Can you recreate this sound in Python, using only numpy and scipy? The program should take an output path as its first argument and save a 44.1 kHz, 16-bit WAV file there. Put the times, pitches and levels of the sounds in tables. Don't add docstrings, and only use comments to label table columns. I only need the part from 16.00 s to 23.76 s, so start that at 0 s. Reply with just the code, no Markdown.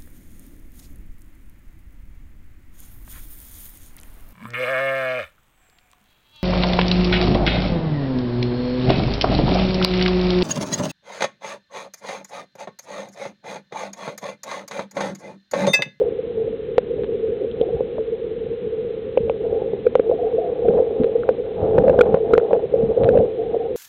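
import sys
import numpy as np
from scipy import signal
from scipy.fft import rfft, irfft, next_fast_len
from scipy.io import wavfile
from scipy.ndimage import uniform_filter1d, map_coordinates

SR = 44100
rng = np.random.default_rng(int(sys.argv[2]) if len(sys.argv) > 2 else 0)


def dump(signal):
    limited = np.clip(np.atleast_2d(signal).T, -1, 1)
    pcm = np.round(limited * 32767).astype(np.int16)
    wavfile.write(sys.argv[1], SR, pcm)


N = 342216


def housing_boom(boom_db, blows, limit_level=0.3, duck_db=-14):
    # frequency in Hz, spectral level in dB.
    spectrum = [(150, -49), (300, -17.5), (370, -11.5), (415, -4), (450, 3), (490, -2), (530, -7.5),
                (590, -34), (800, -43), (1300, -72)]
    eddies = rng.standard_normal(N) * amp(2.4 * wobble(40))
    boom = amp(boom_db + 0.5) * coloured(eddies, spectrum) + grip_bumps(boom_db)
    envelope = np.abs(signal.hilbert(boom))
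    limit = (1 + (envelope / limit_level) ** 4) ** (1 / 4)
    duck = 1 + (uniform_filter1d(np.abs(blows), size=400) / amp(duck_db)) ** 2
    return boom / (limit * duck)


def housing_ring(rise_ms, pitch_hz, nominal_hz=480):
    # frequency in Hz, width in Hz, level in dB.
    modes = [(452, 127, 2), (494.1, 83.3, 4.5), (684, 170, -9), (970, 4200, -15)]
    hz, width, db = np.transpose(modes)[:, :, None]
    t = np.arange(SR // 10) / SR
    sign = np.array([[1], [-1], [-1], [-1]])
    decay = amp(db) * np.exp(-np.pi * width * t)
    swings = sign * decay * np.sin(2 * np.pi * hz * pitch_hz / nominal_hz * t)
    onset = 1 - np.exp(-(1000 * t / rise_ms) ** 2)
    return swings.sum(0) * onset


def finger_knocks():
    # start in seconds, peak in dB, rise time in ms, ring pitch in Hz.
    blows = [ (0.014, -8, 1.9, 490), (0.781, 1, 0.17, 488), (1.611, -5, 2.5, 464), (1.806, -9, 1.24, 476),
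             (1.982, -17.5, 0.7, 580), (3.173, -3, 1.14, 504), (3.297, -6.5, 0.55, 499),
             (3.524, -7, 4.8, 450), (3.618, -11, 1.7, 452), (3.734, -13, 1.3, 423), (3.863, -1, 7, 461),
             (3.954, -0.5, 0.27, 498), (3.994, -1.5, 2.7, 462), (4.094, -4.5, 2.8, 455),
             (4.113, -7.5, 1.2, 502), (4.378, -8, 12, 474), (4.681, -2, 4.4, 448), (4.797, -4.5, 23, 463),
             (5.040, -7, 6, 454), (5.151, -7.5, 23, 467), (5.290, -0.5, 0.61, 497), (5.627, -9, 2.4, 485),
             (5.781, -0.5, 0.75, 509), (5.836, -6.5, 5.4, 503), (5.877, -2, 5.6, 528),
             (5.895, -1, 1.4, 525), (5.94, -6.5, 2, 530), (5.988, 1, 1.8, 484.5), (6.008, 8.5, 2.5, 468),
             (6.142, -1.5, 1.6, 480), (6.334, 3.5, 2.1, 446.5), (6.379, 1.5, 0.18, 463.5),
             (6.509, -7.5, 1.1, 577), (6.531, -2.5, 0.84, 495), (6.736, -3.5, 7.8, 488),
             (6.972, -6, 4.2, 464), (7.086, -0.5, 3.8, 497), (7.150, -3.5, 5, 519), (7.171, -2, 2.2, 516),
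             (7.203, -6, 2.5, 533), (7.545, -15.5, 1.2, 544), (7.562, -8, 7.1, 448)]
    track = np.zeros(N)
    for start, peak_db, rise_ms, pitch_hz in blows:
        add(track, start, peak_db, housing_ring(rise_ms, pitch_hz))
    return track


def grip_bumps(boom_db, count=26, over_db=4, growth=1.5, spread_db=2, pitch_spread=0.045):
    track = np.zeros(N)
    motion_so_far = np.cumsum(amp(boom_db) - amp(boom_db.min()))
    peak_db = boom_db.mean() + growth * (boom_db - boom_db.mean()) + over_db
    for k, (when, size, tune) in enumerate(rng.random((count, 3))):
        i = np.searchsorted(motion_so_far, motion_so_far[-1] * (k + when) / count)
        bump = housing_ring(rise_ms=4.8, pitch_hz=490 * (1 + pitch_spread * (2 * tune - 1)))
        add(track, i / SR, peak_db[i] + spread_db * (2 * size - 1), bump)
    return track


def water_slops():
    # start in seconds, peak in dB, pitch in Hz.
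    thuds = [(1.611, -17, 280), (1.747, -23.5, 130), (1.755, -28.5, 60.7), (3.204, -19, 178),
             (3.232, -26.5, 75.6), (3.997, -15.5, 305), (4.694, -14, 203), (5.001, -8.5, 247),
             (5.013, -12, 243), (5.625, -21, 108), (5.755, -21, 93), (5.785, -17.5, 133),
             (5.988, -14, 234.3), (6.140, -12.5, 170.7), (6.334, -16.5, 282), (6.834, -12, 206),
             (7.045, -17, 112.4), (7.188, -15, 117), (7.202, -11, 222.5)]
    return pulses(thuds, decay_cycles=0.68, rise_cycles=0.56)


def finger_rub(rub_db, slips_per_s=500, spread_db=3, uneven_db=2):
    # frequency in Hz, spectral level in dB.
    spectrum = [(300, -49), (470, -11), (540, 4.5), (610, -4.5), (680, 1.5), (730, -9), (790, -2),
                (880, -14), (1000, -20.5), (1500, -31), (3000, -51.5)]
    slips = (rng.random(N) < slips_per_s / SR) * rng.choice([-1, 1], N)
    sizes = amp(spread_db * rng.standard_normal(N) + uneven_db * wobble(18))
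    return amp(rub_db + 1) * coloured(slips * sizes, spectrum)


def bubbles(count=4, later_db=-3, smaller_db=6, pitch_spread=0.14, glide_per_s=0.72, swell_s=0.0096):
    # start in seconds, length in seconds, first bubble's peak in dB, its pitch in Hz.
    runs = [(1.62, 0.19, -29, 714), (3.555, 0.071, -31.5, 767), (4.118, 0.17, -18, 661),
            (4.38, 0.085, -18, 652), (4.645, 0.1, -22, 698), (5.862, 0.33, -16.5, 653),
            (7.049, 0.16, -16.5, 688), (7.386, 0.081, -27.5, 686), (7.539, .12, -23.5, 694)]
    track, t = np.zeros(N), np.arange(SR // 6) / SR
    envelope = (t / swell_s * np.exp(-t / swell_s)) ** 2
    for start, length, db, first_hz in runs:
        notes = [(start, db, first_hz)]
        for k, (when, small) in enumerate(rng.random((count - 1, 2)), 1):
            at = start + length * (k + when) / count
            notes.append((at, db + later_db - smaller_db * small, first_hz * (1 + pitch_spread * small)))
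        for at, peak_db, hz in notes:
            add(track, at, peak_db, envelope * np.sin(2 * np.pi * hz * t * (1 + glide_per_s * t / 2)))
    return track


def sharp_ticks():
    # start in seconds, peak in dB, pitch in Hz.
    ticks = [ (0.782, -18.5, 3840), (1.514, -31.5, 3260), (1.614, -24.5, 3250), (3.176, -20.5, 2580),
             (3.297, -22.5, 2500), (5.234, -24.5, 1360), (6.351, -20, 1400), (6.399, -27.5, 1400)]
    return pulses(ticks, decay_cycles=1.4, rise_cycles=2.1)


def digital_skips(fall_s=0.0005):
    # start in seconds, peak in dB.
    clicks = [(1.036, -22), (1.044, -21.5), (3.996, -39), (4.685, -28.5), (5.036, -17.5), (5.044, -16.5),
              (7.036, -13.5), (7.045, -12), (7.188, -20)]
    track, t = np.zeros(N), np.arange(SR // 100) / SR
    for start, peak_db in clicks:
        add(track, start, peak_db, np.exp(-t / fall_s))
    return track


def water_surge(surge_db):
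    # frequency in Hz, spectral level in dB.
    spectrum = [(12, -32), (30, -4.5), (65, 2), (120, 2), (220, 4), (330, -3), (480, -7), (800, -36),
                (1500, -68.5)]
    swirl = rng.standard_normal(N) * amp(1.7 * wobble(19))
    return amp(surge_db) * coloured(swirl, spectrum)


def motion_levels(brisk_effort_db=-35, attack_share=0.2, release_s=0.035):
    # time in seconds, effort in dB.
    effort = [(0.0, -48), (0.5, -57), (1.86, -51.5), (2.27, -56), (3.15, -55.5), (3.46, -46), (3.89, -50),
              (4.26, -38.5), (5.4, -42.5), (5.57, -45.5), (5.77, -29), (5.94, -28), (6.11, -34),
              (6.38, -34), (6.68, -42.5), (7.09, -37), (7.37, -44), (7.76, -40.5)]
    # start and length in seconds, then boom, rubbing and surge in dB.
    shoves = [(0.0, .05, -16.5, -38.5, -38), (.36, .1, -24.5, -45, -40.5), (.85, .6, -24, -59.5, -42.5),
              (1.567, .2, -25, -45.5, -38), (3.209, .08, -25, -56, -36.5), (3.386, .24, -28.5, -41, -39),
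              (4.62, .19, -13, -34, -32), (4.97, .1, -18, -47, -42), (5.528, .46, -20, -29.5, -26.5),
              (6.045, .11, -21, -25.5, -31), (6.289, .07, -19.5, -35.5, -34),
              (6.502, .055, -18.5, -22, -32.5), (6.698, .22, -19, -39, -32), (6.958, .26, -12.5, -31, -25)]
    # resting level in dB, moving part at brisk effort in dB, its growth in dB per dB of effort.
    boom_law, rub_law, surge_law = (-28, -21, 0.65), (-59, -33, 1), (-39, -42.5, 2.4)
    t = np.arange(N) / SR
    above_brisk_db = np.interp(t, *np.transpose(effort)) - brisk_effort_db
    power = np.array([amp(rest_db) ** 2 + amp(brisk_db + growth * above_brisk_db) ** 2
                      for rest_db, brisk_db, growth in (boom_law, rub_law, surge_law)])
    for start, length, *layer_db in shoves:
        attack = np.clip((t - start) / (attack_share * length), 0, 1)
        release = np.exp(-np.maximum(t - start - length, 0) / release_s)
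        power += np.outer(amp(layer_db), attack * release) ** 2
    return 10 * np.log10(power)


def pulses(rows, decay_cycles, rise_cycles):
    track, t = np.zeros(N), np.arange(SR // 10) / SR
    for start, peak_db, hz in rows:
        cycles = hz * t
        envelope = np.exp(-cycles / decay_cycles) * (1 - np.exp(-cycles / rise_cycles))
        add(track, start, peak_db, envelope * np.sin(2 * np.pi * cycles))
    return track


def amp(db):
    return 10 ** (np.asarray(db) / 20)


def wobble(knots_per_s):
    knots = rng.standard_normal(int(N * knots_per_s / SR) + 4)
    return map_coordinates(knots, [np.arange(N) * knots_per_s / SR])


def filtered(x, response):
    size = next_fast_len(N + SR // 2)
    return irfft(rfft(x, size) * response(np.fft.rfftfreq(size, 1 / SR)), size)[:N]


def coloured(x, spectrum):
    points_hz, db = np.transpose(spectrum)
    shaped = filtered(x, lambda hz: amp(np.interp(np.log(hz + 1), np.log(points_hz), db)))
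    return shaped / np.sqrt(np.mean(shaped ** 2) + 1e-20)


def add(track, start_s, peak_db, sound):
    part = track[round(start_s * SR):][:len(sound)]
    part += (amp(peak_db) * sound / np.abs(sound).max())[:len(part)]


def scene():
    boom_db, rub_db, surge_db = motion_levels()
    blows = finger_knocks()
    boom = housing_boom(boom_db, blows)
    water = water_surge(surge_db) + bubbles() + water_slops()
    return (boom + blows + water + finger_rub(rub_db) + sharp_ticks() + digital_skips())[None]


def record(dry, hiss_db=-51, band_hz=4200, ceiling=0.71, knee=24, leak_db=-5, top_hz=15800):
    def band(hz):
        return 1 / np.sqrt(1 + (hz / band_hz) ** 70)

    # frequency in Hz, spectral level in dB.
    spectrum = [(200, -0.5), (1000, 1.5), (2000, 1), (3500, -0.5), (4000, -6), (4500, -16)]
    hiss = amp(hiss_db) * coloured(rng.standard_normal(N), spectrum)
    heard = filtered(dry[0] + hiss, band)
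    clipped = heard / (1 + np.abs(heard / ceiling) ** knee) ** (1 / knee)
    return filtered(clipped, lambda hz: np.maximum(band(hz), amp(leak_db)) * (hz < top_hz))[None]


dry = scene()
out = record(dry)
dump(out)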